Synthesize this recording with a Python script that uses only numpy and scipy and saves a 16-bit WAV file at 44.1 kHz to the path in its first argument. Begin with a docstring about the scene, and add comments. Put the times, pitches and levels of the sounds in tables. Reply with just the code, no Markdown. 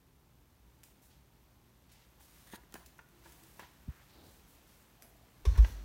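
"""In a quiet bathroom, a plastic pack of mounting tape is carried to the bathtub and put down.
Over a low rumble and a faint hum, cloth rustles as the arm moves. The thin plastic clicks as it bends,
and the pack is brushed, tapped and dragged. A soft bump nudges the microphone. Near the end, two knocks
set the hollow tub booming while the pack clatters and slides on it. Tiled walls echo the sharp sounds."""
import sys
import numpy as np
from scipy import signal
from scipy.fft import rfft, irfft, next_fast_len
from scipy.io import wavfile
from scipy.ndimage import map_coordinates

SR = 44100
rng = np.random.default_rng(int(sys.argv[2]) if len(sys.argv) > 2 else 0)


def inscribe(sig):
    """Save sig as 16-bit PCM at rate SR to the path in sys.argv[1].

    A 1-D sig is mono; a 2-D sig holds one channel per row.
    Samples are clipped to [-1, 1] before scaling.
    """
    pcm = np.round(np.clip(np.atleast_2d(sig).T, -1, 1) * 32767)
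    wavfile.write(sys.argv[1], SR, pcm.astype(np.int16))


N = 257544
TOP_HZ = 15850  # the highest pitch the microphone picks up

# Levels in the tables are relative. A fade (t60) is the time a sound takes to drop by 60 dB.
# tone colours of the room's air and its low rumble: f/Hz, level/dB
AIR_COLOUR = [(25, -5.5), (58, 6), (85, -14.5), (125, -2.5), (200, -10), (350, -11), (500, -25),
              (900, -14.5), (2000, -34), (4000, -31), (8000, -40), (10400, -34.5), (13000, -31.5),
              (15800, -36)]
RUMBLE_COLOUR = [(25, -35), (45, -13.5), (58, 6.5), (80, -5), (160, -22), (600, -76.5)]
# moments when the rumble swells: middle t/s, boost/dB
RUMBLE_SWELLS = [(.55, 8.5), (1.17, 5.5), (4.24, 10)]
# how briskly the arm moves, given as loudness: t/s, level/dB
ARM_MOTION = [(0.0, -74), (0.51, -73.5), (0.84, -72), (1.0, -71.5), (1.28, -72.5), (1.83, -72), (2.3, -69),
              (2.39, -65.5), (2.68, -70), (2.8, -67), (3.08, -71.5), (3.25, -65.5), (3.45, -65.5),
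              (3.86, -67.5), (4.14, -66), (4.43, -67), (5.22, -68.5), (5.43, -68)]
# tone colours of the low, middle and high parts of rubbing: f/Hz, level/dB
RUB_COLOUR = [(60, -10), (140, 5), (350, -2), (600, -6.5), (1500, -46)]
RUSTLE_COLOUR = [(250, -25.5), (700, 3), (1700, 0.5), (3500, -2.5), (6000, -8.5), (10000, -34)]
HISS_COLOUR = [(2500, -22.5), (6000, 4.5), (9000, 4.5), (10400, 1.5), (12000, 7), (15500, 4.5)]
# clicks of the thin plastic: t/s, level/dB, fade/s
PLASTIC_SNAPS = [(.834, -39, .005), (0.838, -41.5, 0.0097), (1.916, -54.5, 0.11), (2.7238, -41.5, 0.0053),
                 (2.741, -33, 0.01), (2.8605, -46, 0.04), (2.983, -50, .009), (3.087, -55, .02),
                 (3.32, -50.5, 0.046), (3.435, -48.5, 0.021), (3.595, -46.5, 0.022), (5.023, -35.5, 0.0048),
                 (5.027, -50, .035), (5.575, -42, 0.031)]
# tone colour of those clicks: f/Hz, level/dB
SNAP_COLOUR = [(300, -14), (1500, -4), (4000, -1), (6000, 0.5), (8000, 0), (12000, -0.5), (15800, 0)]
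# how long the tiled room rings: f/Hz, fade/s
ROOM_FADES = [(100, 0.13), (500, 0.45), (2000, 0.57), (6000, 0.32), (15000, 0.42)]
# short swishes (wide) and faint ringing tones (narrow): t/s, length/s, f/Hz, width/octaves, level/dB
SWISHES_AND_RINGS = [(.84, 0.059, 10900, 1.3, -72.5), (1.018, .05, 12800, 1.6, -68),
                     (1.1, 0.033, 3300, 0.92, -72), (1.888, 0.14, 2800, 1.1, -70),
                     (2.198, 0.057, 11900, 2.2, -65), (2.273, 0.21, 11800, 3.3, -68),
                     (3.115, 0.32, 337, 0.064, -70.5), (3.24, 0.055, 4950, 1.6, -66.5),
                     (3.264, 0.35, 13000, 1.5, -69), (3.593, 0.047, 2800, 0.8, -64),
                     (3.88, 0.13, 1440, .55, -69.5), (4.084, .2, 4000, 0.27, -71.5),
                     (4.147, 0.14, 228, 1.2, -64), (4.234, 0.13, 11000, 1.5, -69),
                     (4.475, .07, 12000, 1.3, -69), (4.664, 0.16, 12000, 2, -71),
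                     (4.978, 0.26, 674, 0.16, -72.5), (5.017, 0.036, 11600, 0.15, -66),
                     (5.66, 0.047, 14000, 1.1, -62.5)]
# the pack taps against things: t/s, level/dB, extra level for its hollow/dB, fade/s
PACK_TAPS = [(2.205, -52.5, -12, 0.031), (2.533, -39, 3, 0.043), (2.635, -53, -4, 0.011),
             (2.7247, -47.5, -12, 0.022), (2.741, -39, 0, 0.019), (2.753, -37, -8, 0.032),
             (2.989, -41, -19, 0.031), (3.253, -49, -22, 0.087), (3.592, -36.5, -11, 0.058),
             (3.62, -47.5, -0.5, .1), (4.014, -54.5, -25, 0.034), (5.046, -53.5, -3, 0.012),
             (5.464, -45.5, 4.5, 0.026), (5.552, -39.5, -19, 0.071), (5.58, -39.5, -22, .05),
             (5.646, -27, -24, 0.021)]
# ringing tones of the pack's card and plastic bubble: f/Hz, width/Hz, level/dB
CARD_TONES = [(740, 81, -7), (903, 240, 9), (1026, 130, -2), (1433, 120, 5.5), (1683, 280, 5.5),
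              (2440, 410, -7), (3150, 280, -52), (4300, 280, -17), (5550, 540, -2)]
# ringing tones of the hollow in the pack: f/Hz, level/dB, fade/s
HOLLOW_TONES = [(206, -0.5, 0.054), (325, -4.5, 0.056), (426, -0.5, 0.025)]
# ringing tones of the dragged edge: f/Hz, width/Hz, level/dB
EDGE_TONES = [(1820, 320, 1), (3620, 780, -6.5), (6450, 370, -8), (8900, 680, -11), (9700, 500, -7),
              (12100, 1100, -26), (14000, 3700, -15)]
# short, dull tones of the microphone's case: f/Hz, level/dB, time to swell/s
CASE_TONES = [(67, -34.5, 0.019), (130.5, -39.5, 0.015), (221, -38.5, 0.0069), (300, -48, 0.0055)]
# knocks on the tub: t/s, clatter level/dB, boom level/dB, boom delay/s, hardness/(dB per octave)
TUB_KNOCKS = [(5.4518, -36.5, -0.5, 0.0131, 8), (5.577, -41, 5.5, 0.0022, -17.5)]
# tone colour of the rattling pack: f/Hz, level/dB
CLATTER_COLOUR = [(120, -13), (170, -6), (270, -39), (390, -2.5), (560, -13), (800, -16), (1120, -10),
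                  (1400, -18), (2280, -20.5), (3000, -23.5), (3550, -18), (4300, -25.5), (5700, -19.5),
                  (7100, -31.5), (9800, -30.5), (15800, -43)]
# the pack slides after each knock: t/s, length/s, level/dB
PACK_SLIDES = [(5.464, 0.1, -2), (5.616, 0.041, 0.5)]
# ringing tones of the tub's wall: f/Hz, level/dB, fade/s
TUB_TONES = [(59.4, 4.5, 0.14), (67.9, 14.5, 0.079), (53.85, 4, 0.15), (49.1, -47, 4.2), (89.3, -28, 0.44),
             (148, -13, 0.053)]


def amp(db):
    """Turn decibels into a number to multiply by."""
    return 10 ** (np.asarray(db) / 20)


def unit(x):
    """Scale a sound to an average power of 1."""
    return x / np.sqrt(np.mean(x ** 2) + 1e-20)


def along(points, hz):
    """Read between the rows of an (f/Hz, value) table, on a scale of octaves."""
    f, values = np.transpose(points)
    return np.interp(np.log(hz + 1), np.log(f + 1), values)


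def since(s):
    """Seconds since time s, and zero before it."""
    return np.maximum(np.arange(N) / SR - s, 0)


def envelope(s, length, attack_s, release_s):
    """A loudness shape: rise from time s, hold until length has passed, then die away."""
    return np.minimum(since(s) / attack_s, 1) * np.exp(-since(s + length) / release_s)


def wobble(rate):
    """A smooth curve through rate random points a second."""
    return map_coordinates(rng.standard_normal(int(N * rate / SR) + 4), [np.arange(N) * rate / SR])


def filtered(x, response):
    """Multiply each frequency in x by response(hz)."""
    size = next_fast_len(N + SR // 2)
    return irfft(rfft(x, size) * response(np.fft.rfftfreq(size, 1 / SR)), size)[:N]


def coloured(x, colour, size=4096):
    """Give x a tone colour; white noise keeps its power."""
    cepstrum = irfft(np.log(amp(along(colour, np.fft.rfftfreq(size, 1 / SR)))))
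    cepstrum[1:size // 2] *= 2  # fold the filter so that it never rings ahead of the sound
    cepstrum[size // 2 + 1:] = 0
    kernel = irfft(np.exp(rfft(cepstrum)))
    return signal.fftconvolve(x, kernel / np.linalg.norm(kernel))[:N]


def resonate(x, tones):
    """Let x ring an object's tones; the wider a tone, the sooner it dies."""
    t = np.arange(SR // 4) / SR
    ring = sum(amp(db) * width * np.exp(-np.pi * width * t) * np.cos(2 * np.pi * hz * t)
               for hz, width, db in tones)
    return signal.fftconvolve(x, ring / np.linalg.norm(ring))[:N]


def burst(s, t60, rise_s):
    """One touch at time s: noise that builds quickly and dies away."""
    t = np.arange(SR // 3) / SR
    chatter = rng.standard_normal(len(t)) * amp(-60 * t / t60) * (1 - np.exp(-t / rise_s))
    return np.pad(chatter, (round(s * SR), N))[:N]


def friction(grain_db):
    """Rubbing noise, made of tiny slips of uneven strength."""
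    return unit(rng.standard_normal(N) * amp(grain_db * wobble(350)))


def arm_motion_db(usual_db=-69.5):
    """How far the arm's motion is above or below its usual level."""
    times, levels = np.transpose(ARM_MOTION)
    return np.interp(since(0), times, levels) - usual_db


def background(swell_half_width_s=0.098):
    """Still air, a faint electric hum, and an uneven rumble that grows as the arm moves."""
    t = since(0)
    air = amp(-68.5) * coloured(rng.standard_normal(N), AIR_COLOUR)
    swell_db = sum(db * np.exp(-((t - s) / swell_half_width_s) ** 2) for s, db in RUMBLE_SWELLS)
    rumble_db = -69.5 + 0.35 * arm_motion_db() + swell_db + 0.6 * wobble(2.84)
    rumble = amp(rumble_db) * coloured(rng.standard_normal(N), RUMBLE_COLOUR)
    hum = amp(-73) * np.sin(2 * np.pi * 120 * t)
    return air + rumble + hum


def rubbing(rub_db, rustle_db, hiss_db, catches_per_s=220):
    """Sliding surfaces make a muffled rub, a rustle, and a hiss that crackles where they catch."""
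    rub = amp(rub_db) * coloured(friction(grain_db=0.5), RUB_COLOUR)
    rustle = amp(rustle_db) * coloured(friction(grain_db=1), RUSTLE_COLOUR)
    catches = amp(-10) * unit(rng.standard_normal(N) * (rng.random(N) < catches_per_s / SR))
    hiss = amp(hiss_db) * coloured(friction(grain_db=-1.1) + catches, HISS_COLOUR)
    return rub + rustle + hiss


def handling():
    """Hand and cloth rub louder and brighter as the arm moves faster."""
    motion_db = arm_motion_db()
    return rubbing(rub_db=-70.5 + 0.66 * motion_db,
                   rustle_db=-72 + 1.08 * motion_db,
                   hiss_db=-73 + motion_db)


def snaps(rise_share=0.018):
    """The plastic bubble bends and clicks; longer crinkles also take longer to build."""
    clicks = sum(amp(db - 3.5) * burst(s, t60, rise_share * t60) for s, db, t60 in PLASTIC_SNAPS)
    return coloured(clicks, SNAP_COLOUR)


def wall_echo(x, delay_samples=220):
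    """Tiled walls throw the sound back; each frequency dies at its own speed."""
    hz, t, noise = signal.stft(rng.standard_normal(SR // 2), SR, nperseg=256)
    fade = amp(-60 * t / along(ROOM_FADES, hz)[:, None])
    tail = signal.istft(noise * fade, SR, nperseg=256)[1]
    return signal.fftconvolve(np.pad(x, (delay_samples, 0)), tail / np.linalg.norm(tail))[:N]


def swishes_and_rings():
    """Short swishes of fingers and cloth, and a few faint ringing tones, two of them hollow."""
    noise, out = friction(grain_db=1), np.zeros(N)
    for s, length, centre_hz, octaves, db in SWISHES_AND_RINGS:
        band = lambda hz: np.exp(-(np.log2((hz + 1) / centre_hz) / octaves) ** 2 / 2) * (hz < TOP_HZ)
        band_noise = unit(filtered(np.roll(noise, rng.integers(N)), band))
        out += amp(db) * envelope(s, length, attack_s=0.06 * length, release_s=0.044) * band_noise
    return out


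def taps(rise_share=0.081, muffle_hz=2960, hollow_rise_s=0.0013):
    """Each tap, softened by the fingers, rings the card and pushes on the hollow of the pack."""
    contacts, pushes = np.zeros(N), np.zeros(N)
    for s, db, hollow_db, t60 in PACK_TAPS:
        contacts += amp(db) * burst(s, t60, rise_share * t60)
        pushes[round(s * SR)] += amp(db + hollow_db - 4)
    muffled = signal.lfilter(*signal.butter(2, muffle_hz, fs=SR), contacts)
    t = np.arange(SR // 4) / SR
    hollow = sum((-1) ** k * amp(db - 60 * t / t60) * np.sin(2 * np.pi * hz * t)
                 for k, (hz, db, t60) in enumerate(HOLLOW_TONES))
    hollow *= 1 - np.exp(-t / hollow_rise_s)
    return resonate(muffled, CARD_TONES) + signal.fftconvolve(pushes, hollow)[:N]


def drag(start_s=2.465, stop_s=2.562, swell_db_per_s=109):
    """The pack's edge drags ever harder, with a thin rasp, until it slips free."""
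    level_db = -53.5 - swell_db_per_s * np.maximum(stop_s - since(0), 0)
    contact = envelope(start_s, stop_s - start_s, attack_s=0.006, release_s=0.0057)
    return amp(level_db) * contact * resonate(friction(grain_db=-3), EDGE_TONES)


def bump(start_s=3.8755, steepness=5):
    """A soft nudge on the microphone's case: each tone swells and is gone within a few cycles."""
    t = since(start_s)
    pressure = lambda swell_s: (t / swell_s * np.exp(1 - t / swell_s)) ** steepness
    return sum(amp(db) * pressure(swell_s) * np.sin(2 * np.pi * hz * t) for hz, db, swell_s in CASE_TONES)


def clatter():
    """The pack rattles at each knock on the tub."""
    contacts = sum(amp(db) * burst(s, t60=0.085, rise_s=0.0014) for s, db, *_ in TUB_KNOCKS)
    return coloured(contacts, CLATTER_COLOUR)


def slides():
    """The pack skids on the tub with a thin squeal and slows to rest."""
    speeds = [amp(db) * envelope(s, length, attack_s=0.0098, release_s=0.14)
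              for s, length, db in PACK_SLIDES]
    squeal_tones = [(5870, 620, -1.5), (4330, 270, -1.0)]  # f/Hz, width/Hz, level/dB
    squeal = amp(-61) * resonate(friction(grain_db=-1), squeal_tones)
    return np.max(speeds, axis=0) * (squeal + rubbing(rub_db=-55, rustle_db=-58, hiss_db=-67))


def boom(swell_s=0.062):
    """The heavy tub wall swells into its deep tones; harder knocks favour the higher ones."""
    out, t = np.zeros(N + SR), np.arange(SR // 2) / SR
    swell = 1 - np.exp(-(t / swell_s) ** 2)
    for s, _, boom_db, delay, hardness in TUB_KNOCKS:
        start = round((s + delay) * SR)
        for hz, tone_db, t60 in TUB_TONES:
            tilt_db = hardness * np.log2(hz / TUB_TONES[0][0])
            ring = amp(boom_db + tone_db + tilt_db - 60 * t / t60) * np.sin(2 * np.pi * hz * t)
            out[start:start + len(t)] += swell * ring
    return out[:N]


def scene():
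    """Add all the sounds into one channel; only the clicks, taps and rattle get an echo."""
    clicks, tapping, rattle = snaps(), taps(), clatter()
    echo = wall_echo(amp(-3.5) * clicks + amp(-9) * tapping + amp(-8.5) * rattle)
    soft_sounds = handling() + swishes_and_rings() + drag() + slides()
    return (clicks + tapping + rattle + echo + boom() + bump() + soft_sounds + background())[None]


def record(dry, low_cut_hz=36):
    """The microphone loses the deepest bass and everything above TOP_HZ."""
    low_cut = lambda hz: 1 / np.sqrt(1 + (low_cut_hz / (hz + 1)) ** 16)
    return filtered(dry[0], lambda hz: low_cut(hz) * (hz < TOP_HZ))[None]


dry = scene()
out = record(dry)
inscribe(out)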